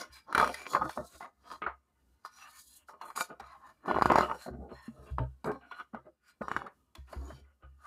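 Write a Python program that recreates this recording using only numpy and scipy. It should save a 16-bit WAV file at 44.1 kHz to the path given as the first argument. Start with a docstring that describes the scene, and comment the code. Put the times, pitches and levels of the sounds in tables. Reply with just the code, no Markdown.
"""A large stiff page is lifted, bent and turned by hand on a table, close to one microphone, for 7.86 s.
It starts with soft rustle and finger hiss; within half a second the sheet buckles in a tight run of snaps.
Sparser snaps, hiss and whistles follow until 3.9 s, when the densest, loudest burst of snaps breaks out.
Table knocks stand out after it, a short run of snaps comes near 6.5 s, and quiet rubbing ends the scene.
Snaps are short tonal swings, rubbing and whistles are filtered noise, and knocks are decaying sine modes."""
import sys
import numpy as np
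from scipy import signal
from scipy.fft import rfft, irfft, next_fast_len
from scipy.io import wavfile

SR = 44100
rng = np.random.default_rng(int(sys.argv[2]) if len(sys.argv) > 2 else 0)


def log_audio(samples):
    """Write samples as a 16-bit WAV file to the path given in sys.argv[1]."""
    # one column per channel
    frames = np.atleast_2d(samples).T
    # limit to full scale, then quantise
    limited = np.clip(frames, -1, 1)
    pcm = np.round(limited * 32767).astype(np.int16)
    wavfile.write(sys.argv[1], SR, pcm)


N = 346626

# Faint room tone. Each row: frequency in Hz, relative level in dB per Hz.
ROOM_SPECTRUM = [(20, -20), (48, -2), (64, 10.5), (90, -4.5), (169, -8.5), (222, -3.5), (424, -15),
                 (1280, -24), (2080, -32.5), (9000, -30), (15700, -32.5)]
# Low modes of the table top. Each row: pitch in Hz, free time to fall 60 dB in seconds, swell in seconds.
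TABLE_MODES = [(66.1, 0.49, 0.0072), (130.5, 0.3, 0.019), (222.8, 0.083, 0.0013)]
# The book knocks the table. Each row: time in seconds (the swell begins 12 ms earlier), level of the lowest
# mode in dB, second and third mode in dB re the lowest, ring length as a share of the free ring.
BOOK_KNOCKS = [(0.104, -54, -8, -45, 0.51), (0.374, -41.5, -11, -11, 0.93), (0.797, -46, 3, -13, 0.63),
               (0.849, -44.5, 9.5, 9, 0.35), (0.989, -45.5, 2, 13, 0.45), (1.151, -54, -18.5, -29, 0.38),
               (1.668, -49.5, -13, -30, 0.67), (3.418, -56.5, -7, 3, 0.83), (3.942, -41.5, -22, -12, 1),
               (4.049, -35.5, -4, -11, 0.92), (4.196, -42, -15, -2, 0.83), (4.51, -42, -1, -3, 0.95),
               (4.599, -39, -10, 1.5, 0.42), (4.73, -50.5, 0, 2.5, 0.62), (4.892, -63, 10.5, 29, 1),
               (4.993, -47.5, 0, -36, 0.55), (5.118, -31, -6.5, -49, 0.75), (5.199, -29.5, 5.5, -6.5, 0.69),
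               (5.456, -51, 6.5, 15.5, 0.89), (5.948, -61, 7, 23.5, 0.8), (6.421, -50.5, -5, 19.5, 0.5),
               (6.552, -48.5, 7, -2, 0.53), (6.99, -40.5, -11, -13.5, 0.57), (7.17, -32.5, -17, -15, 0.85),
               (7.332, -50, 8.5, 4, 0.47), (7.42, -50, -30, -9, 0.62), (7.644, -46.5, -10.5, -39.5, 1.0)]
# A fingertip drags and the glossy page whistles. Each row: time of full level in seconds, hold in seconds,
# level in dB, pitch in Hz.
PAGE_WHISTLES = [(0.135, 0.044, -58.5, 4930), (2.33, .11, -66, 5840), (2.398, 0.045, -61, 2710),
                 (3.01, .1, -74, 4140), (3.018, 0.09, -81, 6770), (4.724, 0.15, -74, 4180),
                 (4.73, 0.14, -77, 5340), (4.763, .12, -61, 1835), (5.71, 0.089, -74, 4060),
                 (7.253, .06, -71, 6800), (7.33, 0.049, -72, 4650), (7.296, 0.092, -66.5, 3090)]
# Fingers slide over the page. Each row: time of full level in seconds, swell in seconds, hold in seconds,
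# hiss in dB, nail scratch in dB re the hiss.
FINGER_SLIDES = [(0, .03, 0.012, -55.5, 5.5), (.129, 0.036, 0.041, -62.5, 1), (.39, 0.13, 0.017, -63, 17.5),
                 (.49, 0.16, 0.14, -63, 4.5), (.7, 0.14, 0.056, -58, 3.5), (.92, 0.32, 0.046, -60, 0),
                 (1.0, 0.12, 0.19, -69, -2.5), (1.15, 0.23, 0.012, -62, -9),
                 (1.22, 0.13, 0.0036, -67.5, 1.5), (1.53, 0.16, 0.0047, -64.5, 4.5),
                 (2.251, 0.025, 0.011, -67, 5), (2.4, 0.3, 0.021, -67, 0), (2.6, 0.33, 0.0065, -54.5, -6),
                 (2.74, 0.42, 0.03, -58, -11), (2.886, 0.036, 0.017, -68, 0.5),
                 (3.02, 0.027, 0.089, -68, -24), (3.162, 0.014, 0.06, -48.5, -4),
                 (3.405, 0.018, 0.12, -82, 4), (3.67, 0.2, 0.032, -81.5, 2), (3.859, 0.014, 0.2, -71, 1.5),
                 (4.19, 0.25, 0.019, -72, 5), (4.43, 0.86, 0.033, -64, -2), (4.85, 0.35, 0.023, -72, -9.5),
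                 (5.09, 0.57, 0.03, -74.5, -3.5), (5.459, 0.02, .003, -63, -9),
                 (5.8, 0.28, 0.0043, -72, -1), (6.288, 0.13, 0.0091, -75.5, 0.5),
                 (6.418, 0.024, 0.15, -78.5, 3.5), (6.958, 0.017, 0.0026, -81, 11),
                 (7.1, 0.09, 0.26, -73.5, -1), (7.3, 0.14, 0.095, -80.5, 3.5),
                 (7.86, 0.15, 0.0041, -73, -0.5)]
# The sheet is bent or rubbed. Each row: time of full level in seconds, swell in seconds, hold in seconds,
# rustle in dB, flapping depth in dB re the rustle, scraping rim in dB re the rustle.
SHEET_BENDS = [(0, .03, 0.027, -53, 3.5, 0), (.165, 0.15, 0.013, -65.5, -13, 9),
               (.285, 0.035, .03, -53, -2.5, -28), (.392, 0.11, 0.033, -35, -6, -9.5),
               (.45, 0.033, 0.047, -45, 2.5, -6.5), (.58, 0.088, 0.083, -56.5, -7.5, 4),
               (.755, 0.09, 0.0022, -34, 1, -33), (.828, 0.11, 0.023, -40, 2, -24),
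               (.9, .05, 0.032, -57, -21, -1), (.972, 0.027, 0.037, -47.5, 9.5, -32),
               (1.15, 0.22, 0.002, -71.5, 6, 4.5), (1.205, 0.0095, 0.029, -48.5, -5, -7.5),
               (1.44, 0.022, 0.018, -72, 5, 5), (1.53, .14, .005, -49.5, -8.5, -10),
               (1.62, 0.0087, 0.0092, -42.5, -0.5, 2.5), (1.67, 0.045, 0.015, -42, -18.5, -11.5),
               (2.251, 0.016, 0.0025, -55.5, -32, -14), (2.41, 0.22, 0.065, -61, -30, 0.5),
               (2.53, 0.21, 0.056, -71, -31, 5), (2.72, 0.2, 0.11, -85, -19, 6.5),
               (2.89, 0.022, 0.0088, -56.5, -16.5, -37.5), (2.935, .05, 0.006, -59, -3, -18),
               (3.02, .05, 0.067, -58, -7.5, -6.5), (3.162, 0.025, 0.051, -49, -4.5, 0.5),
               (3.305, 0.023, 0.0017, -47.5, 5.5, -12), (3.405, .05, 0.15, -62, -29, -10),
               (3.669, 0.21, 0.026, -57, -15, -15.5), (3.859, 0.052, 0.14, -45, 2, -21),
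               (3.92, 0.077, 0.051, -46.5, 12.5, -2.5), (4.08, 0.28, 0.16, -39.5, 2.5, -6),
               (4.29, .1, 0.049, -43, 0, -15.5), (4.4, 0.076, 0.037, -61, -31, -0.5),
               (4.463, .015, 0.021, -57, 14, -22), (4.535, 0.05, 0.0073, -71, 25.5, -9),
               (4.62, 0.092, 0.04, -75.5, 30, -36), (4.715, .06, 0.0068, -64, 12.5, -26.5),
               (4.695, 0.02, .19, -70, -30, 2), (4.99, 0.19, 0.058, -69, 12.5, -14),
               (5.06, 0.0092, 0.036, -64.5, 12, -0.5), (5.188, .015, 0.0056, -43, 11, -9.5),
               (5.457, 0.015, 0.044, -37, 7, -23), (5.61, .012, 0.052, -66, 0, 0),
               (5.713, 0.011, 0.01, -57, -17, 2.5), (5.8, 0.2, 0.0021, -52, -13.5, -5.5),
               (5.938, 0.012, 0.019, -46.5, -0.5, -19), (6.055, 0.03, 0.03, -69, 12, -11),
               (6.288, 0.19, 0.014, -75, -21, 10), (6.414, 0.01, 0.014, -44.5, 3.5, -29),
               (6.5, .05, 0.11, -53, 1, -9.5), (6.65, .15, 0.016, -53.5, 3, -25),
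               (6.955, 0.013, .003, -65.5, 6.5, 3.5), (7.075, .015, 0.09, -70, -17, 3),
               (7.125, 0.11, 0.17, -66, 7, -10.5), (7.36, 0.0933, 0.033, -81.5, 18.5, 7),
               (7.451, 0.065, 0.059, -77.5, -2, -2), (7.63, 0.044, 0.0043, -65.5, 1.5, -1),
               (7.86, .12, .003, -61.5, -33, -11.5)]
# Colours of the page's five parts. Each row: frequency in Hz, relative level in dB per Hz.
RUSTLE_SPECTRUM = [(290, -32.5), (500, -11), (559, -4), (761, 6.5), (1260, 11), (1370, 7), (1860, -7),
                   (2400, -28), (3120, -59.5), (5280, -120)]
FLAP_SPECTRUM = [(120, -9.5), (200, -1), (400, -8.5), (600, -9), (900, -19.5)]
RIM_SPECTRUM = [(1400, 5), (1900, 0.5), (2700, 2.5), (3300, -6.5), (5000, -38)]
SCRATCH_SPECTRUM = [(2800, -12.5), (3600, -2.5), (5800, -2.5), (7200, -19)]
HISS_SPECTRUM = [(5000, -34), (6600, -3.5), (8500, -3.5), (10500, -2.5), (13000, -10), (15900, -12)]
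# The sheet buckles. Each row: start in seconds, swing peak in dB, pitch in Hz, crack in dB re the swing peak,
# ring length as a multiple of a dry snap's.
BUCKLES = [(.326, -26.5, 1340, -19.5, 1.7), (0.348, -17.5, 1430, -20, 4.2), (.378, -16, 1450, -15, 1.6),
           (.398, -16, 1400, -24.5, 2.6), (0.412, -19.5, 1010, -20.5, 1.37), (0.431, -30.5, 1210, -25.5, 2),
           (0.443, -21.5, 1250, -22, 2.2), (0.463, -33, 1110, -27, 2.6), (0.475, -25.5, 1140, -16, 1.1),
           (.541, -44, 1360, 4.5, 4.5), (.733, -36.5, 1130, -9, 3.9), (0.748, -17.5, 1070, -33, 3.15),
           (0.82, -29, 820, -57, 1.7), (0.893, -33, 840, -13, 2.3), (0.975, -24.5, 920, -53, 0.8),
           (1.206, -39, 793, -32.5, 2.9), (1.619, -31.5, 1320, -36.5, 0.71), (1.663, -26, 1360, -67, 5.6),
           (2.249, -36.5, 1200, -25, 1.6), (2.885, -46, 1400, -33, 5.8), (3.012, -38, 1006, -19.5, 3.6),
           (3.101, -41, 1110, -19, 3.6), (3.175, -28.5, 1185, -39, 2.7), (3.207, -48.5, 1090, 5.5, 1.5),
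           (3.397, -41.5, 793, -16, 7.9), (3.858, -38, 990, -28, 2.4), (3.911, -16.5, 860, -34, 1.22),
           (3.947, -25, 1020, -38.5, 1.05), (3.961, -25.5, 980, -53, 1.8), (3.966, -19, 686, -40.5, 0.56),
           (3.976, -21.5, 770, -39.5, 0.25), (3.985, -18, 710, -33.5, 1.06), (4.012, -19, 1049, -37, 0.56),
           (4.021, -12, 955, -25, 1.2), (4.057, -11.5, 930, -24.5, 0.94), (4.104, -23, 785, -37, 1.1),
           (4.118, -12.5, 832, -26, 1.6), (4.156, -11.5, 835, -25, 1.7), (4.178, -19, 860, -30, 2.8),
           (4.184, -12.5, 730, -23, 1.26), (4.208, -15.5, 1030, -29.5, 1.02), (4.237, -30, 790, -24, 0.6),
           (4.286, -35, 990, -47, 1.5), (4.313, -24, 1060, -43, 1.04), (4.462, -36, 687, -30, 1.6),
           (5.183, -23, 1010, -35, 1.5), (5.443, -34, 880, -15, 2), (5.516, -28.5, 765, -25, 0.8),
           (5.712, -42.5, 1040, -22.5, 5.1), (5.945, -34, 743, -32, 2.15), (6.415, -28, 560, -54, 1.5),
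           (6.482, -25.5, 1120, -27.5, 1.06), (6.515, -20, 1310, -28.5, 0.84),
           (6.564, -18, 1400, -30, 1.38), (6.618, -31, 1120, -58, 0.95), (6.663, -41.5, 1245, -28, 6.5),
           (6.951, -56, 775, 7, 3.5), (7.127, -39, 634, -16, 4), (7.301, -43, 642, -40, 5.8)]
# Resonances between table and microphone. Each row: frequency in Hz, width in Hz, boost in dB.
NEARBY_RESONANCES = [(1106, 520, 6), (4190, 410, 6.5)]

SWELL_DB = 40   # rise over one swell time
BEND_FADE_DB_PER_S, SLIDE_FADE_DB_PER_S = 429.5, 395


def amp(db):
    """Gain of a level in dB."""
    return 10 ** (np.asarray(db) / 20)


def rms_one(x):
    """Sound scaled to rms 1."""
    return x / np.sqrt(np.mean(x ** 2) + 1e-20)


def band_noise(noise, order, band_hz):
    """Noise kept within a band, at rms 1."""
    return rms_one(signal.sosfilt(signal.butter(order, band_hz, "band", fs=SR, output="sos"), noise))


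def coloured(x, spectrum):
    """Sound shaped by a spectrum drawn on a log-frequency axis, at rms 1."""
    size = next_fast_len(N)
    hz = np.maximum(np.arange(size // 2 + 1) * SR / size, 1)
    point_hz, point_db = np.array(spectrum).T
    gain = amp(np.interp(np.log(hz), np.log(point_hz), point_db, -90, -90))
    return rms_one(irfft(rfft(x, size) * gain, size)[:N])


def drift(rate_hz):
    """Slow chance around zero with spread 1: noise through a two-pole low-pass at every 20th sample."""
    r = np.exp(-40 * np.pi * rate_hz / SR)
    noise = rng.standard_normal(N // 20 + 3002)
    slow = signal.lfilter([1], [1, -2 * r, r * r], noise)[3000:]   # the filter has settled by here
    return np.interp(np.arange(N) / 20, np.arange(len(slow)), rms_one(slow))


def resonate(x, hz, width_hz):
    """One resonance: a band-pass with gain 1 at its top."""
    r = np.exp(-np.pi * width_hz / SR)
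    feedback = [1, -2 * r * np.cos(2 * np.pi * hz / SR), r * r]
    return signal.lfilter([(1 - r * r) / 2, 0, (r * r - 1) / 2], feedback, x)


def strokes(rows, fade_db_per_s, rest_db):
    """Hand strokes swell, hold, fade and add in power: one dB curve for the level and for each colour."""
    t = np.arange(0, N + 32, 32) / SR
    full_s, swell, hold, level_db, *colours = np.transpose(rows)[:, :, None]
    rise_db = SWELL_DB * np.maximum(full_s - t, 0) / np.maximum(swell, .005)
    fall_db = fade_db_per_s * np.maximum(t - full_s - hold, 0)
    shape_db = level_db - rise_db - fall_db
    curves = []
    for colour_db in [0, *colours]:
        power = np.sum(amp(shape_db + colour_db) ** 2, axis=0) + amp(rest_db) ** 2
        curves.append(np.interp(np.arange(N) / SR, t, 10 * np.log10(power)))
    return curves


def grains(per_s, spread_db, clump_db, clump_rate_hz, smooth):
    """Tiny fibre cracks at random, in clumps, over a share of smooth friction noise."""
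    sizes = amp(spread_db * np.minimum(rng.exponential(1, N), 5)) * rng.choice([-1, 1], N)
    born = rng.random(N) < per_s / SR
    noise = rms_one(sizes * born) + smooth * rng.standard_normal(N)
    return noise * amp(clump_db * drift(clump_rate_hz))


def room_tone():
    """Faint coloured noise whose level wanders slowly around -76 dB."""
    return amp(-76 + 2.5 * drift(2.5)) * coloured(rng.standard_normal(N), ROOM_SPECTRUM)


def knocks():
    """Soft pushes of the heavy book: low table modes swell, waver and die; the next push stops them."""
    waver = 0.024          # share by which the hands' load bends the pitch
    fade_power = 1.37      # above 1 the fade steepens as it goes
    stop_db_per_s = 404    # extra fade once the next push begins
    out, t = np.zeros(N + SR), np.arange(SR) / SR
    bent_time = np.cumsum(1 + waver * np.pad(drift(6.7), (0, SR))) / SR
    next_times = [row[0] for row in BOOK_KNOCKS[1:]] + [np.inf]
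    for (s, level_db, second_db, third_db, ring), next_s in zip(BOOK_KNOCKS, next_times):
        i = round((s - .012) * SR)
        elapsed = bent_time[i:i + SR] - bent_time[i]
        stop_db = stop_db_per_s * np.maximum(t - (next_s - s), 0)
        for (hz, t60, swell), mode_db in zip(TABLE_MODES, [0, second_db, third_db]):
            fade_db = 60 * (t / (t60 * np.clip(ring, .2, 3))) ** fade_power
            shape = (1 - np.exp(-(t / swell) ** 2)) * amp(-fade_db - stop_db)
            out[i:i + SR] += amp(level_db + mode_db) * shape * np.sin(2 * np.pi * hz * elapsed)
    return out[:N]


def squeaks():
    """Fingertip whistles: uneven friction noise passed twice through each narrow band."""
    swell_s, width_hz = 0.038, 140
    out, t = np.zeros(N + SR), np.arange(SR // 2) / SR - .1   # t is 0 at full level
    noise = rng.standard_normal(N + SR) * amp(np.pad(3.5 * drift(25), (0, SR)))
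    for s, hold, level_db, hz in PAGE_WHISTLES:
        i = round((s + t[0]) * SR)
        band = resonate(resonate(noise[i:i + len(t)], hz, width_hz), hz, width_hz)
        band = band * np.sqrt(SR / width_hz) / 2   # makes up for the level lost in the narrow band
        rise_db = SWELL_DB * np.maximum(-t, 0) / swell_s
        fall_db = SLIDE_FADE_DB_PER_S * np.maximum(t - hold, 0)
        out[i:i + len(t)] += amp(level_db - rise_db - fall_db) * band
    return out[:N]


def rubbing():
    """The handled page: crackling rustle, flap and rim from bending, scratch and hiss from sliding fingers."""
    # the last number is the resting level in dB while the hands lie still
    rustle_db, flap_db, rim_db = strokes(SHEET_BENDS, BEND_FADE_DB_PER_S, -92)
    hiss_db, scratch_db = strokes(FINGER_SLIDES, SLIDE_FADE_DB_PER_S, -100)
    bent = np.clip((rustle_db + 75.5) / 26, .15, 1)   # light strokes rub smoothly, hard bends crackle
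    crackle = grains(per_s=700, spread_db=4.8, clump_db=3, clump_rate_hz=40, smooth=.35)
    smooth_rub = rng.standard_normal(N) * amp(2.1 * drift(9.1))
    crinkle = bent * crackle + np.sqrt(1 - bent ** 2) * smooth_rub
    friction = grains(per_s=6000, spread_db=3.0, clump_db=2.5, clump_rate_hz=25, smooth=.9)
    rustle = amp(rustle_db) * coloured(crinkle, RUSTLE_SPECTRUM)
    flap = amp(flap_db) * coloured(crinkle, FLAP_SPECTRUM)
    rim = amp(rim_db) * coloured(crinkle, RIM_SPECTRUM)
    scratch = amp(scratch_db) * coloured(crinkle + friction, SCRATCH_SPECTRUM)
    hiss = amp(hiss_db) * coloured(friction, HISS_SPECTRUM)
    return rustle + flap + rim + scratch + hiss


def panels(x, count):
    """Narrow modes of the bent sheet at scattered pitches, each coming and going by chance up to a ceiling."""
    low_hz, high_hz = 248.8, 10940
    level_db, spread_db, change_rate_hz = -7.5, 17.5, 2.82
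    bypass = 0.49   # share of the low-passed sound kept: between the modes the sheet radiates less
    step = np.log(high_hz / low_hz) / count
    pitches = low_hz * np.exp(step * (np.arange(count) + rng.random(count)))
    rings = 0
    for k, hz in enumerate(pitches):
        open_db = spread_db * np.tanh(drift(change_rate_hz))
        rings = rings + (-1) ** k * amp(open_db) * resonate(x, hz, 20 + hz / 55)   # signs alternate
    low = signal.sosfilt(signal.butter(2, high_hz, fs=SR, output="sos"), x)
    return x - (1 - bypass) * low + amp(level_db) * rings


def snaps():
    """Buckles: a few swings of the sheet, a shove of air and a dying rustle; bright cracks come apart."""
    push_s, push_db = .004, -2   # air shoved out and back once: length, and dB re a swing peaking at 0 dB
    push_growth = 0.61           # dB the shove gains on the swing per dB of swing peak
    crack_hold_s = 0.0014        # for a dry snap; it lengthens with the ring
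    after_rustle_db = -7.5       # re the swing peak
    out, cracks, t = np.zeros(N + SR), np.zeros(N + SR), np.arange(SR // 8) / SR
    body_noise, bright_noise = rng.standard_normal((2, N + SR))
    body = band_noise(body_noise, 4, [350, 1800])
    bright = band_noise(bright_noise, 1, [1400, 3200])
    push = -amp(push_db) * np.sin(2 * np.pi * t / push_s) * np.sin(np.pi * t / push_s) * (t < push_s)
    for s, peak_db, hz, crack_db, ring in BUCKLES:
        i = round(s * SR)
        span = slice(i, i + len(t))
        cycles = t * hz - 1.1 * np.sqrt(ring)   # counted from the deepest swing
        width = np.where(cycles < 0, .55 * np.sqrt(ring), .8 * ring)
        swing = -np.cos(2 * np.pi * cycles) * np.exp(-(cycles / width) ** 2)
        sharp_fade = amp(-60 * np.maximum(t - crack_hold_s * ring, 0) / 0.011)
        crack_shape = np.minimum(t / 0.00091, 1) * (sharp_fade + 0.2 * amp(-60 * t / 0.29))
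        tail_shape = np.minimum(t / 0.0056, 1) * amp(-60 * t / (0.024 * ring))
        tail = amp(after_rustle_db) * body[span] * tail_shape
        out[span] += amp(peak_db) * (swing + amp(push_growth * peak_db) * push + tail)
        cracks[span] += amp(peak_db + crack_db) * bright[span] * crack_shape
    return out[:N], cracks[:N]


def scene():
    """Paper heard through the nearby resonances, plus the table and a faint, uneven room tone."""
    swings, cracks = snaps()
    paper = panels(rubbing() + cracks, count=44) + swings + squeaks()
    heard = paper.copy()
    for hz, width_hz, boost_db in NEARBY_RESONANCES:
        heard += (amp(boost_db) - 1) * resonate(paper, hz, width_hz)
    return (heard + knocks() + room_tone())[None]


def record(dry):
    """The microphone drops the deepest bass below 48 Hz; the top is cut steeply, 70 dB down from 16.3 kHz."""
    lean = signal.sosfilt(signal.butter(2, 48, "high", fs=SR, output="sos"), dry)
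    return signal.sosfilt(signal.cheby2(14, 70, 16300, fs=SR, output="sos"), lean)


dry = scene()
out = record(dry)
log_audio(out)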